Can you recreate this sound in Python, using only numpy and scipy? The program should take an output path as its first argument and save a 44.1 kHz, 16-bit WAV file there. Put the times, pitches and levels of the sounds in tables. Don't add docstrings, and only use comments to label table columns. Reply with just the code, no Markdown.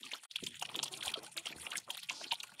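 import sys
import numpy as np
from scipy import signal
from scipy.io import wavfile
from scipy.ndimage import uniform_filter1d

SR = 44100
rng = np.random.default_rng(int(sys.argv[2]) if len(sys.argv) > 2 else 0)


def magnitude_from_level(level_db):
    exponent = np.asarray(level_db, float) / 20
    return 10 ** exponent


def to_wav(sig):
    pcm = np.clip(np.atleast_2d(sig), -1, 1) * 32767
    pcm = np.round(pcm).astype(np.int16)
    wavfile.write(sys.argv[1], SR, pcm.T)


N = 114660
MOUTH_LOW_HZ = 1230


def curve(table):
    a = np.array(table)
    return magnitude_from_level(np.interp(np.arange(N) / SR, a[:, 0], a[:, 1]))


def band(x, hz, width):
    hz = min(hz, 0.45 * SR)
    return signal.lfilter(*signal.iirpeak(hz, hz / width, fs=SR), x)


def above(x, hz):
    return signal.sosfilt(signal.butter(3, hz, "high", fs=SR, output="sos"), x)


def unit(x):
    return x / np.sqrt(np.mean(x ** 2))


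def walk(rate):
    k = int(SR / rate)
    held = rng.standard_normal(400)[np.minimum(np.arange(N) // k, 399)]
    return 1.5 * uniform_filter1d(uniform_filter1d(held, k), k // 2)


def hold(start, length, edge):
    t = np.arange(N) / SR - start
    ramp = np.clip(np.minimum(t, length - t) / edge, 0, 1)
    return np.sin(np.pi / 2 * ramp) ** 2


def clusters(rows, count, length_s, cycles, spread, glide, scatter_db, peak_at):
    top_hz, lead_click_db = 14900, 5
    out, t = np.zeros(N + 2048), np.arange(2048) / SR
    lead = np.array([peak_at, 0.5, magnitude_from_level(lead_click_db), 0.5]).reshape(4, 1, 1)
    for start, db, hz in rows:
        clicks = np.concatenate([lead, rng.random((4, count, 1))], axis=1)
        when, pitch_a, size, pitch_b = clicks
        age = np.maximum(t - length_s * when, 0)
        f = np.minimum(hz * np.exp(spread * (pitch_a + pitch_b - 1)), top_hz)
        turn = f * age / cycles
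        bend = 1 + glide * np.minimum(turn, 3)
        ring = np.sin(2 * np.pi * f * age * bend) * turn * np.exp(-2 * turn)
        swell = when / peak_at * np.exp(1 - when / peak_at)
        x = (ring * swell * size ** (scatter_db / 8)).sum(axis=0)
        i = int((start - 0.5 * peak_at * length_s) * SR)
        out[i:i + 2048] += magnitude_from_level(db) * x / np.abs(x).max()
    return out[:N]


def mash(colour, clicks_per_s, click_db, share, smear_s, flicker_db, swell_db, flicker_rate):
    a = np.array(colour)
    out, swell, puff = 0, walk(flicker_rate), np.hanning(int(smear_s * SR) + 3)

    def crackle():
        chance, size = rng.random((2, N))
        clicks = (chance < clicks_per_s / SR) * magnitude_from_level(-click_db * np.log(size + 0.04))
        return signal.fftconvolve(clicks, puff, "same")

    common = crackle()
    for hz in np.geomspace(a[0, 0], a[-1, 0], num=10):
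        width = hz * np.log(a[-1, 0] / a[0, 0]) / 9
        gate = 1 + share * (common + crackle())
        x = band(gate * rng.standard_normal(N), hz, 2 * width)
        x = band(band(x, hz, width), hz, width)
        db = np.interp(np.log(hz), np.log(a[:, 0]), a[:, 1])
        db = db + swell_db * swell + flicker_db * walk(flicker_rate)
        out = out + magnitude_from_level(db) * x
    return unit(out)


def chewing():
    # time in seconds, level in dB.
    effort = [(0, -49), (.55, -51.5), (.8, -49), (1.3, -51.5), (1.7, -47), (1.86, -51), (2.3, -48.5),
              (2.6, -57.5)]
    # frequency in Hz, level in dB.
    colour = [(1500, -6.5), (2100, -3.5), (3100, 3), (5000, -7), (8200, -8.5), (10000, -1.5),
              (12500, -19.5), (15500, -21.5)]
    x = mash(colour, clicks_per_s=81, click_db=3.0, share=0.79, smear_s=0.0076,
             flicker_db=3.95, swell_db=4.4, flicker_rate=44.915)
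    low_hz = 0.58 * MOUTH_LOW_HZ
    return curve(effort) * magnitude_from_level(-3) * above(above(x, low_hz), low_hz)


def sloshing():
    # time in seconds, level in dB.
    gusts = [(0, -78), (.11, -74), (.14, -63.5), (.22, -80), (.59, -87), (.63, -65.5), (.8, -60),
             (1.25, -61.5), (1.33, -83.5), (1.37, -68), (1.78, -60.5), (1.85, -86.5), (1.89, -56.5),
             (1.99, -87), (2.085, -80), (2.11, -56.5), (2.33, -70), (2.39, -72.5)]
    # frequency in Hz, level in dB.
    colour = [(220, -4), (500, -5), (900, -1.5), (1300, -7)]
    x = mash(colour, clicks_per_s=60, click_db=1.3, share=0.8, smear_s=0.006,
             flicker_db=2.4, swell_db=2.2, flicker_rate=40)
    return curve(gusts) * magnitude_from_level(2.5) * x


def shoving():
    # time in seconds, level in dB.
    push = [
        (0.0, -71),
        (0.27, -95),
        (0.45, -53.5),
        (0.53, -65),
        (2.6, -74.5),
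    ]
    # frequency in Hz, level in dB.
    colour = [(35, -12), (80, -2), (140, 12), (220, 0.5)]
    x = mash(colour, clicks_per_s=11, click_db=1.6, share=0.13, smear_s=0.0091,
             flicker_db=3.2, swell_db=0.57, flicker_rate=12)
    return curve(push) * magnitude_from_level(-2.5) * x


def grunts():
    # start in seconds, length in seconds, level in dB, pitch in Hz, throat resonance in Hz.
    calls = [
        (0.445, .115, -60, 130, 250),
        (0.744, 0.09, -52, 120, 378),
        (1.172, 0.08, -55, 110, 405),
        (1.545, .115, -60, 78, 140),
        (0.73, 0.03, -56, 71, 200),
        (2.205, 0.08, -59, 90, 300),
        (0.002, .09, -62, 100, 250),
        (1.505, .14, -60, 78, 320),
    ]
    jitter, width = 0.13, 0.92
    out, t = 0, np.arange(N) / SR
    for start, length, db, hz, throat_hz in calls:
        phase = np.cumsum(hz * (1 + jitter * walk(60))) / SR
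        x = np.diff(np.floor(phase), prepend=0) * magnitude_from_level(4.0 * rng.standard_normal(N))
        for _ in range(3):
            x = band(x, throat_hz, width * throat_hz)
        fade = magnitude_from_level(-80 * np.clip(t - start, 0, 1))
        out = out + magnitude_from_level(db) * unit(x) * hold(start, length, 0.0029) * fade
    return out


def smacks():
    # time in seconds, peak in dB, mouth resonance in Hz.
    lip_partings = [(0.03, -34.5, 3490), (0.0653, -39.5, 2950), (0.1144, -33.5, 2370),
                    (0.1341, -26.5, 3520), (0.3097, -34.5, 3480), (0.3577, -23.5, 3300),
                    (0.384, -37, 3100), (0.401, -41, 3000), (0.4346, -34.5, 3090), (0.4666, -27, 3160),
                    (0.5412, -41, 3100), (0.611, -34, 3000), (0.6234, -28, 2820), (0.6504, -32, 2800),
                    (0.6892, -35, 3060), (0.7432, -33.5, 3360), (0.7533, -24.5, 3370),
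                    (0.7891, -22.5, 3290), (0.829, -30, 3000), (0.8354, -34, 3000), (0.8559, -32.5, 3470),
                    (0.9365, -31, 3500), (1.0081, -32.5, 3260), (1.024, -36.5, 2240), (1.0263, -28, 3395),
                    (1.05, -34, 3600), (1.0686, -35, 3160), (1.0779, -22, 3230), (1.09, -32, 2430),
                       (1.1386, -23, 3280), (1.142, -28.5, 3320), (1.3632, -37, 2570), (1.3745, -26, 3660),
                       (1.3804, -32, 2520), (1.455, -31, 2850), (1.4674, -28, 2960), (1.5237, -37, 2320),
                       (1.665, -29, 2610), (1.716, -27.5, 2870), (1.7543, -26.5, 2114), (1.9021, -26, 3180),
                       (1.9745, -33, 3720), (2.0888, -28.5, 2700), (2.0958, -25, 2580),
                       (2.105, -32.5, 3240), (2.2401, -32, 3050), (2.3095, -26, 2930),
                       (2.3139, -20.5, 3500), (2.3185, -21, 2830), (2.3319, -27.5, 3070),
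                       (2.342, -36, 3380), (2.354, -36, 3970), (2.4006, -29, 3700), (2.432, -34, 2660),
                       (2.594, -33.5, 3060)]
    x = clusters(lip_partings, count=16, length_s=0.012, cycles=2.8,
                 spread=0.3, glide=0.005, scatter_db=9, peak_at=0.35)
    return above(x, MOUTH_LOW_HZ)


def bubbles():
    # time in seconds, peak in dB, pitch in Hz.
    rings = [(.039, -53.5, 1195), (.06, -53, 1150), (.47, -58.5, 1000), (1.264, -50.5, 1470),
             (1.278, -51.5, 840), (1.507, -56, 610), (1.583, -51.5, 1550), (1.63, -52.5, 1180),
             (1.755, -37, 1650), (1.882, -53.5, 550), (1.902, -45, 934), (2.32, -31, 917),
             (2.491, -51, 1430)]
    return clusters(rings, count=2, length_s=0.00617, cycles=6.36,
                    spread=0.11, glide=0.0072, scatter_db=8.5, peak_at=0.312)


def sprays():
    # time in seconds, peak in dB, centre in Hz.
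    from_lips = [(0.3583, -34, 9300), (0.4374, -33, 6200), (0.4637, -30, 6830), (0.5945, -36, 6530),
                 (0.6148, -35.5, 9300), (0.623, -28.5, 6400), (0.7595, -29, 10900), (0.829, -24.5, 5800),
                 (0.8368, -25, 8420), (0.9727, -35, 6940), (1.1158, -36.5, 9500), (1.2306, -39, 10200),
                 (1.3685, -31, 8550), (1.4573, -32, 7580), (1.4654, -34, 5470), (1.7038, -35, 8630),
                 (1.7703, -25, 9250), (1.7782, -27, 6500), (1.9044, -30, 9130), (1.97, -32, 11000),
                 (2.0302, -38, 10000), (2.0949, -30.5, 5920), (2.3226, -30.5, 10170), (2.431, -33.5, 8030),
                 (0.0524, -41.5, 8200), (0.1165, -36.5, 5900), (0.2348, -44, 6890), (0.3126, -40.5, 5130),
               (1.0313, -39, 5900), (1.0777, -36, 10000), (1.1387, -37.5, 10000), (1.3678, -34, 9480),
               (1.486, -40.5, 9300), (1.5504, -56, 9500), (1.714, -45, 9300), (1.7982, -41, 9500),
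               (1.9984, -41.5, 5450), (2.3394, -35, 9700), (2.4, -41, 5500), (2.5994, -21.5, 5000)]
    return clusters(from_lips, count=40, length_s=0.013, cycles=3.0,
                    spread=0.84, glide=0.027, scatter_db=9.5, peak_at=0.33)


def pops():
    # time in seconds, peak in dB, pitch in Hz.
    knocks = [(0.129, -42.5, 780), (0.143, -41.5, 1310), (0.426, -39.5, 364), (0.621, -31.5, 858),
              (0.696, -41.5, 1060), (0.764, -41.5, 369), (0.829, -36.5, 940), (1.068, -36, 900),
              (1.135, -41.5, 1300), (1.181, -45.5, 412), (1.367, -48, 667), (1.457, -49.5, 443),
              (1.729, -35, 1450), (1.74, -38.5, 1450), (1.876, -44.5, 1210), (2.105, -36.5, 960),
              (2.208, -43, 650), (2.326, -36.5, 730), (2.435, -44, 1230)]
    return clusters(knocks, count=7, length_s=0.01404, cycles=1.94,
                    spread=0.39, glide=0.01, scatter_db=1.0, peak_at=0.3088)


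def splats():
    # time in seconds, peak in dB, centre in Hz.
    slaps = [(.232, -48, 1440), (.25, -53, 1570), (.359, -52, 1110), (.388, -50, 1480), (.627, -40.5, 1270),
             (.714, -47, 1120), (.745, -40, 1050), (.789, -39, 1250), (1.367, -40, 1720),
             (1.459, -43.5, 890), (1.468, -47, 1110), (1.654, -45.5, 980), (1.667, -42.5, 780),
             (1.78, -50, 1300), (1.947, -48, 1030), (1.97, -44, 1300), (2.03, -52.5, 1380),
             (2.212, -43.5, 1090), (2.517, -49.5, 1110)]
    x = clusters(slaps, count=12, length_s=0.01091, cycles=2.57,
                 spread=0.71, glide=0.023, scatter_db=-1.5, peak_at=0.3043)
    return above(x, 550)


def bumps():
    # time in seconds, peak in dB, pitch in Hz.
    blows = [
        (.424, -40, 254),
        (1.064, -55, 89),
        (1.775, -52, 198),
        (2.32, -54, 146),
        (2.52, -60.5, 201),
    ]
    return clusters(blows, count=3, length_s=0.0098, cycles=1.23,
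                    spread=0.67, glide=0.001, scatter_db=1, peak_at=0.232)


def squeaks():
    # start in seconds, length in seconds, level in dB, pitch from in Hz, pitch to in Hz.
    notes_sung = [
        (0.905, 0.075, -55, 365, 400),
        (1.156, 0.03, -45, 680, 660),
        (1.352, 0.075, -57, 320, 345),
        (1.545, 0.115, -60, 78, 79),
        (0.858, .065, -60, 940, 915),
        (0.965, .085, -60, 330, 310),
    ]
    octave_db = -2.5
    out, t = 0, np.arange(N) / SR
    for start, length, db, from_hz, to_hz in notes_sung:
        hz = np.interp(t, [start, start + length], [from_hz, to_hz]) * (1 + 0.0123 * walk(90))
        phase = 2 * np.pi * np.cumsum(hz) / SR
        note = np.sin(phase) + magnitude_from_level(octave_db) * np.sin(2 * phase)
        fade = magnitude_from_level(-8 * np.clip((t - start) / length, 0, 1))
        out = out + magnitude_from_level(db + 1.6 * walk(120)) * note * hold(start, length, 0.14 * length) * fade
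    return out


def sniffs():
    # start in seconds, length in seconds, level in dB, centre in Hz, width in Hz.
    breaths = [
        (1.565, 0.13, -55.5, 9800, 2880),
        (2.107, 0.1464, -50, 4740, 2640),
    ]
    out = 0
    for start, length, db, hz, width in breaths:
        hiss = unit(band(band(rng.standard_normal(N), hz, width), hz, width))
        out = out + magnitude_from_level(db + 2.3 * walk(49)) * hold(start, length, 0.013) * hiss
    return out


def far_call():
    # multiple of the pitch, level in dB.
    overtones = [(3, -79), (4, -75), (5, -69)]
    start_s, length_s, pitch_hz = 1.99, 0.62, 286
    phase = 2 * np.pi * np.cumsum(pitch_hz * (1 + 0.00355 * walk(15))) / SR
    note = sum(magnitude_from_level(db + 2.5 * walk(20)) * np.sin(k * phase) for k, db in overtones)
    return hold(start_s, length_s, 0.05) * note


def trough_tail(x):
    t60_s, tail_db = 0.16, -17
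    t = np.arange(4096) / SR
    tail = rng.standard_normal(4096) * magnitude_from_level(-60 * t / t60_s)
    return magnitude_from_level(tail_db) * signal.fftconvolve(x, tail / np.sqrt(np.sum(tail ** 2)))[:N]


def scene():
    beds = chewing() + sloshing() + shoving()
    bright = smacks() + sprays()
    low = bubbles() + pops() + splats() + bumps()
    near = bright + low + trough_tail(bright + magnitude_from_level(-8) * low)
    voices = grunts() + squeaks() + sniffs() + far_call()
    return (near + voices + beds)[None]


def band_limit(x):
    return signal.sosfilt(signal.butter(12, 16120, fs=SR, output="sos"), x)


def record(dry):
    mic_low_hz, mic_rolloff_hz, top_hz = 42, 13850, 15700
    mute_s, mute_length_s, mute_edge_s, mute_db = 0.256, 0.052, 0.014, -31
    x = above(dry, mic_low_hz)
    x = signal.sosfilt(signal.butter(2, mic_rolloff_hz, fs=SR, output="sos"), x)
    x = signal.sosfilt(signal.ellip(10, 0.2, 80, top_hz, fs=SR, output="sos"), x)
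    mix = x * magnitude_from_level(mute_db * hold(mute_s, mute_length_s, mute_edge_s))
    return band_limit(mix)


dry = scene()
out = record(dry)
to_wav(out)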